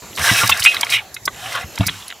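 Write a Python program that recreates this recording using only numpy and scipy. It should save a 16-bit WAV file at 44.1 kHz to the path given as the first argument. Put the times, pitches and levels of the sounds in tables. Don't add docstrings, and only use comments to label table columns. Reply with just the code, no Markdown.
import sys
import numpy as np
from scipy import signal
from scipy.fft import rfft, irfft, next_fast_len
from scipy.io import wavfile
from scipy.ndimage import uniform_filter1d, map_coordinates

SR = 44100
rng = np.random.default_rng(int(sys.argv[2]) if len(sys.argv) > 2 else 0)


def linear_from_db(decibels):
    return 10 ** (np.asarray(decibels, float) / 20)


def file_out(sig):
    cols = np.atleast_2d(sig).T
    lim = np.clip(cols, -1, 1)
    pcm = np.round(lim * 32767).astype(np.int16)
    wavfile.write(sys.argv[1], SR, pcm)


N = 97020

# frequency in Hz, level in dB.
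AIR_SPECTRUM = [(20, -22), (70, 6), (160, 1.5), (600, -2), (1800, -3), (4500, -8.5), (9500, -19),
                (14000, -17)]
# centre in Hz, width in Hz, level in dB.
HISS_BANDS = [(6140, 230, -48), (7060, 1200, -42), (11460, 660, -46)]
# time in seconds, level in dB.
FLOOR_LEVEL = [(0, -40.5), (.14, -36.5), (1.05, -45), (1.3, -41.5), (1.7, -38.5), (2.2, -43)]

# start in seconds, contact in ms, treble in dB, casting in dB, favoured casting pitch in Hz.
FIRST_CLACKS = [(.106, 6.4, -76, -39, 3070), (.153, 3.5, -59, -26, 2770), (.1615, 1.4, -24, -21.5, 2440),
                (.193, 2.7, -21, -20.5, 2300), (.4728, 5.9, -12, -15, 3500),
                (.4925, 14.6, -12.5, -17.5, 3560), (.5731, 1.1, -16, -17, 1250),
                (.595, 10, -15.5, -38, 3050), (.6025, 0.79, -38, -18, 3120), (.6295, 1.63, -46, -7, 2250),
                (.6379, 15.3, -12, -11.5, 2070), (.7447, 1.4, -18, -25, 2080), (.796, 1.9, -49, -24, 2270),
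                (.8096, 2.6, -10.5, -15, 3300), (.8465, 1.2, -19.5, -21, 2510),
                (.873, 1.2, -40, -27.5, 2720), (.9023, 0.65, -13.5, -18, 2620)]
LATER_CLACKS = [(1.1428, 4.6, -20.5, -30, 2460), (1.2535, 3.8, -15.5, -26, 1110),
                (1.2558, 5.8, -19, -23.5, 3660), (1.555, 1.1, -21.5, -32, 1600),
                (1.7554, 4.5, -28.5, -22, 2770), (1.7858, 2.4, -24.5, -24, 2770),
                (1.861, 3.1, -45, -16.5, 1740), (1.812, 8, -40, -24, 1270), (1.8662, 10, -14, -18, 3700),
                (2.0807, 3.4, -30.5, -28, 2900), (2.09, 1.1, -58, -28, 2520), (2.103, 3.2, -42, -28, 1690)]
# start in seconds, frequency in Hz, level in dB, T60 in seconds.
PINGS = [(.46, 12750, -17, 0.026), (.494, 14500, -20, 0.07), (1.866, 14200, -7, 0.014),
         (2.08, 10670, -23.5, 0.019)]

# centre in Hz, width in Hz, level in dB.
CASTING_MODES = [(558, 183, 0.5), (698, 95, 5), (930, 26, 2.5), (1110, 192, 2), (1393, 27, 2),
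                 (1632, 145, 0), (2070, 99, 3), (2250, 102, 5), (2455, 122, 3.5), (2900, 66, 4.5),
                 (3182, 69, 3.5), (3404, 520, 3.5), (3773, 43, 2.5)]
# centre in Hz, width in Hz, level in dB.
BRIGHT_MODES = [(4970, 1480, 4), (6800, 83, 2.5), (7570, 75, 1), (10210, 710, 7), (10420, 1280, 1),
                (14200, 600, -2.5)]
# frequency in Hz, level in dB.
SIZZLE_SPECTRUM = [(3500, 7.5), (4600, -7), (5400, 3), (7000, -5), (8100, -1.5), (12000, -6), (14300, -12),
                   (16000, -12)]

# time in seconds, treble in dB, casting in dB over the treble, loudest casting pitch in Hz.
PULL = [
    (.12, -93, -45, 2450),
    (.155, -38.5, 14, 1250),
    (.2, -32, 7, 1560),
    (.235, -20, 4.5, 1780),
    (.28, -20, 2.5, 1690),
    (.37, -20.5, 2, 1840),
    (.415, -20, 3.5, 1110),
    (.445, -25, 2.5, 1620),
    (.47, -26, -1, 1520),
]
COAST = [
    (0.487, -37.5, 15.4, 1710),
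    (.6, -30.5, 2.4, 1800),
    (.67, -30.5, 2.8, 2630),
    (0.749, -35, 8.1, 1370),
    (0.889, -41.5, 8.3, 1310),
]
REWIND = [
    (0.881, -48, 20.4, 2500),
    (0.906, -29, 11.2, 2470),
    (.94, -23, 2.8, 2700),
    (0.961, -28.5, 6.1, 2530),
    (0.978, -39, 9.6, 2480),
    (1.003, -47.5, 7.8, 930),
    (1.071, -56, 4.6, 740),
]
DRAW = [
    (1.3, -60, 13, 1640),
    (1.368, -46, 8.2, 1680),
    (1.45, -38.5, 7.3, 1520),
    (1.53, -34, 9.1, 1560),
    (1.567, -42.5, 19, 1540),
    (1.62, -39, 5.6, 1330),
    (1.67, -93, 11, 1530),
]
SETTLE = [
    (1.72, -57.5, 14.5, 2040),
    (1.811, -46.5, 17.7, 1290),
    (1.85, -44, 6.9, 2200),
    (1.96, -40.5, 1.1, 3080),
    (2.101, -49.5, 1.4, 2500),
]

# start in seconds, level in dB, frequency in Hz, T60 in seconds.
THUMPS = [(0.169, -15.5, 83.3, 0.15), (0.217, -34, 93, 0.069), (0.285, -4.5, 111.3, 0.11),
          (.408, -4.5, 112, 0.098), (0.573, -21, 85, 0.098), (1.61, -21.5, 79, 0.14),
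          (1.771, -0.5, 104.2, 0.14), (1.835, -12.5, 101, 0.084), (1.866, -18.5, 160, 0.086),
          (1.9, -29.5, 97.4, 0.19), (0.469, -20.5, 84, 0.2)]
# ratio to its frequency, level in dB.
OVERTONES = [(0.999, -3), (1.75, -6.5), (2.65, -9)]
# start in seconds, end in
# seconds, first Hz, last Hz, level in dB rms.
WHINES = [(.21, 0.315, 2083, 1928, -21.5), (0.225, 0.299, 1495, 1700, -16), (0.295, .42, 1650, 1620, -22.5),
          (0.305, 0.405, 2600, 2550, -22.5), (0.394, 0.439, 1080, 1123, -23), (0.36, 0.39, 736, 690, -32),
          (0.488, 0.519, 3600, 3720, -21.5), (0.494, 0.523, 2674, 2715, -15.5),
          (0.889, 0.984, 2075, 2350, -21), (0.921, 0.974, 2700, 2830, -18.5),
          (0.892, 0.943, 3145, 3187, -25), (0.942, 1.065, 903, 711, -46), (1.24, 1.55, 112, 118, -48.5),
          (1.349, 1.519, 777, 713, -38), (1.479, 1.621, 620, 492, -36.5), (1.514, 1.588, 1543, 1692, -26),
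          (1.337, 1.503, 3050, 3060, -40.5)]
# (Hz, peak dB).
STRUCK_PARTS = [(0.4732, 0.039, [(900, -10), (1110, -4.5), (1330, -7), (2170, -11), (2650, -10),
                (3010, -14)]), (0.601, 0.016, [(2650, -22), (3010, -5.5)]), (0.7052, 0.025, [(2050, -23),
                (3300, -17)]), (.7215, 0.021, [(1150, -14)]), (.7455, 0.013, [(2100, -7.5), (3400, -10),
                (3870, -5.5)]), (.8105, 0.03, [(942, -10.5), (1620, -17), (2240, -8.5), (3190, -8.5)]),
                (0.873, 0.024, [(2100, -17), (2900, -27), (3850, -18)]), (1.1435, 0.046, [(1420, -32),
                (2120, -25), (2560, -27), (3870, -27)]), (1.2554, 0.029, [(400, -22.5), (614, -19.5),
                (1130, -7.5), (1510, -8), (2000, -9.5), (3330, -18)]), (1.2708, 0.025, [(1200, -25)]),
                (1.7562, 0.044, [(930, -26.5)]), (1.786, 0.04, [(680, -14), (900, -20), (2700, -21),
                (3800, -23.5)])]
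# frequency in Hz, level in dB, T60 in seconds.
CUP_MODES = [(2545, 0, .19), (2580, -6, .14), (2777, -3, .16), (3125, -13, .17), (3340, -5, .035),
             (4000, -20, .15), (5700, -27, .2), (6800, -27, .2), (10150, -27, .2)]

# frequency in Hz, level in dB.
SIDE_SPECTRUM = [(60, -22), (200, -16), (1300, -33), (3000, -27), (5500, -18), (14000, -9)]
# frequency in Hz, difference in dB.
LEAN_SPECTRUM = [(1500, 0.3), (5000, -1.5), (14000, -2.8)]

SPLIT_HZ = 4080


def unit(x):
    return x / np.sqrt(np.mean(x ** 2) + 1e-20)


def along(points, hz):
    f, v = np.transpose(points)
    return np.interp(np.log(hz + 1), np.log(f + 1), v)


def filtered(x, response):
    m = next_fast_len(N + 8192)
    return irfft(rfft(x, m) * response(np.fft.rfftfreq(m, 1 / SR)), m)[..., :N]


def resonances(peaks):
    def response(f):
        total = 0
        for k, (centre, width, db) in enumerate(peaks):
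            band = 1j * f * width
            total = total + (-1) ** k * linear_from_db(db) * band / (centre * centre - f * f + band)
        return total
    return response


def wobble(rate):
    knots = rng.standard_normal(int(N * rate / SR) + 4)
    return map_coordinates(knots, [np.arange(N) * rate / SR])


def since(start):
    return np.maximum(np.arange(N) / SR - start, 0)


def emphasis_db(hz, focus_hz, octaves):
    off = np.log2(hz / focus_hz)
    return 6 * np.exp(-(off / 0.25) ** 2) - 11.4 * (off / octaves) ** 2


def garden():
    patch_db, swell_db = 3, 2
    air = unit(filtered(rng.standard_normal(N), lambda f: linear_from_db(along(AIR_SPECTRUM, f))))
    cells = signal.stft(air, nperseg=512)[2]
    patches = uniform_filter1d(rng.standard_normal(cells.shape), size=6, axis=0)
    patches = uniform_filter1d(patches, size=24, axis=1)
    air = unit(signal.istft(cells * linear_from_db(patch_db * unit(patches)), nperseg=512)[1][:N])
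    hiss = 0
    for centre, width, db in HISS_BANDS:
        swell = linear_from_db(db + 32 + swell_db * wobble(7.07))
        band = filtered(rng.standard_normal(N), lambda f: resonances([(centre, width, 0)])(f) ** 2)
        hiss = hiss + swell * unit(band)
    s, db = np.transpose(FLOOR_LEVEL)
    return linear_from_db(np.interp(np.arange(N) / SR, s, db) + 1.2 * wobble(7.75)) * (air + hiss)


def clacks():
    clack_t60, knock_t60, rise_s = 0.022, 0.013, 0.00024
    first_blow, luck_db, knock_low_hz = 5, 2, 800
    bright, knock, t = np.zeros(N + SR), np.zeros(N + SR), np.arange(SR // 10) / SR
    for s, ms, treble_db, body_db, focus_hz in list(FIRST_CLACKS) + list(LATER_CLACKS):
        i = round(s * SR)
        after = np.maximum(t - ms / 1000, 0)
        chatter = rng.standard_normal((2, len(t))) * (1 - np.exp(-t / rise_s))
        bright[i:][:len(t)] += linear_from_db(treble_db - 60 * after / clack_t60) * chatter[0]
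        ring = 0
        for centre, width, db in CASTING_MODES:
            mode_db = db + luck_db * rng.standard_normal() + emphasis_db(centre, focus_hz, 1)
            ring = ring + linear_from_db(mode_db) * np.sin(2 * np.pi * centre * t)
        force = (chatter[1] + first_blow * (t == 0))[:int(ms * SR / 1000) + 2]
        hit = np.convolve(force, ring * linear_from_db(-60 * t / knock_t60))[:len(t)]
        loudness = np.sqrt(np.mean(hit[:int((ms + 4) * SR / 1000)] ** 2))
        knock[i:][:len(t)] += linear_from_db(body_db) * hit / loudness
    colour = lambda f: (resonances(BRIGHT_MODES)(f) + 0.12) * 1.35 * (1j * f / (3500 + 1j * f)) ** 2
    low_cut = lambda f: (1j * f / (knock_low_hz + 1j * f)) ** 3
    return filtered(bright[:N], colour) + filtered(knock[:N], low_cut)


def rattle(stroke):
    teeth_per_s, scatter_db, rub_db = 330, 4, 2
    drift_db, focus_oct, skirt_db = 2.5, 1.866, -13.5
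    stand_hz, stand_width_hz, stand_db = 112, 16, -23.5
    s, *cols = np.transpose(stroke)
    t = np.arange(N) / SR
    treble_db, body_db, focus_hz = [np.interp(t, s, c) for c in cols]

    count = int(teeth_per_s * N / SR)
    draw = rng.standard_normal((count, 2)).clip(-2, 2)
    at = (np.arange(count) + 0.5 + 0.48 * draw[:, 0]) * SR / teeth_per_s
    blows = np.bincount(at.astype(int).clip(0, N - 1), linear_from_db(scatter_db * draw[:, 1]), N)
    teeth = unit(np.convolve(blows, linear_from_db(-np.arange(60) * 1.05))[:N])
    noise = rng.standard_normal((2, N)) * linear_from_db(wobble(39.63))

    casting = 0
    for centre, width, db in CASTING_MODES:
        mode = resonances([(centre, width, db), (centre, 5.5 * width, db + skirt_db)])
        gain = linear_from_db(drift_db * wobble(24.53) + emphasis_db(centre, focus_hz, focus_oct))
        casting = casting + gain * filtered((teeth + linear_from_db(rub_db)) * noise[0], mode)
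    casting = unit(casting)

    def sizzle_response(f):
        return linear_from_db(along(SIZZLE_SPECTRUM, f)) * (resonances(BRIGHT_MODES)(f) + 7.8) * (f > SPLIT_HZ * 0.9)

    sizzle = unit(filtered((teeth + linear_from_db(rub_db + 10)) * noise[1], sizzle_response))
    stand_mode = resonances([(stand_hz, stand_width_hz, 0)])
    stand = unit(filtered(noise[0], lambda f: stand_mode(f) ** 2))
    moving = (t > s[0]) * (t < s[-1])
    return moving * linear_from_db(treble_db) * (sizzle + linear_from_db(body_db) * (casting + linear_from_db(stand_db) * stand))


def piston():
    rise_s = 0.01
    out = 0
    for s, db, hz, t60 in THUMPS:
        t = since(s)
        boom = 0
        for ratio, partial_db in OVERTONES:
            level = linear_from_db(partial_db - 60 * t * (ratio - 1) * 0.35 / t60)
            boom = boom + level * np.sin(2 * np.pi * (hz * ratio * t + rng.random()))
        swell = 1 - np.exp(-(t / rise_s) ** 2)
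        out = out + linear_from_db(db - 60 * t / t60 + 3.5 * wobble(60)) * swell * boom
    return out


def whines():
    wander_hz, steady = 65, 1.1
    out, t = 0, np.arange(N) / SR
    for start, end, first_hz, last_hz, db in WHINES:
        u = np.clip((t - start) / (end - start), 0, 1)
        hz = first_hz + (last_hz - first_hz) * u
        hz = hz + min(wander_hz, first_hz / 24) * wobble(150)
        level = linear_from_db(db) * (steady + wobble(min(140, first_hz / 8))) * np.sin(np.pi * u)
        out = out + level * np.sin(2 * np.pi * np.cumsum(hz) / SR)
    return out


def pings():
    out = 0
    for s, hz, db, t60 in PINGS:
        t = since(s)
        mode = resonances([(hz, hz / 22, 0)])
        band = unit(filtered(rng.standard_normal(N), lambda f: mode(f) ** 2))
        out = out + linear_from_db(db - 60 * t / t60) * (1 - np.exp(-t / 0.00095)) * band
    return out


def struck():
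    out = 0
    for s, t60, modes in STRUCK_PARTS:
        t = since(s)
        ring = sum(linear_from_db(db) * np.sin(2 * np.pi * hz * t) for hz, db in modes)
        out = out + linear_from_db(-60 * t / t60) * (1 - np.exp(-t / 0.00043)) * ring
    return out


def cup():
    start_s, level_db, flutter_db = 0.6375, -1, 1.3
    sag, sag_s = 0.0445, 0.0072
    t = since(start_s)
    delay = sag * sag_s * (1 - np.exp(-t / sag_s))
    ring = 0
    for k, (hz, db, t60) in enumerate(CUP_MODES):
        level = linear_from_db(db - 60 * t / t60 + flutter_db * wobble(92.0))
        ring = ring + level * np.sin(2 * np.pi * hz * (t - (k < 2) * delay))
    return linear_from_db(level_db) * ring * (1 - np.exp(-t / 0.0011))


def scene():
    mid = garden() + clacks() + sum(rattle(stroke) for stroke in [PULL, COAST, REWIND, DRAW, SETTLE])
    mid = mid + piston() + whines() + pings() + struck() + cup()
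    turn = rng.uniform(0, 2 * np.pi, 1200)
    scatter = lambda f: linear_from_db(along(SIDE_SPECTRUM, f)) * np.exp(1j * turn[(f / 20).astype(int)])
    side = filtered(mid, scatter)
    lean = lambda f: linear_from_db(along(LEAN_SPECTRUM, f) * [[0.5], [-0.5]])
    return filtered(np.array([mid + side, mid - side]), lean)


def roll_off(x):
    return signal.sosfilt(signal.butter(12, 16460, fs=SR, output="sos"), x)


def record(dry):
    split_width_hz, bass_lag_s, top_hz = 106, 0.0218, 16100
    low = lambda f: 1 / (1 + np.exp(np.clip((f - SPLIT_HZ) / split_width_hz, -40, 40)))
    bass = filtered(dry, lambda f: np.sqrt(low(f)))
    bass = np.roll(bass, round(bass_lag_s * SR), axis=1)
    treble = filtered(dry, lambda f: np.sqrt(1 - low(f)) * np.clip((top_hz - f) / 900, 0, 1))
    mix = np.clip(bass + treble, -1, 1)
    return roll_off(mix)


dry = scene()
out = record(dry)
file_out(out)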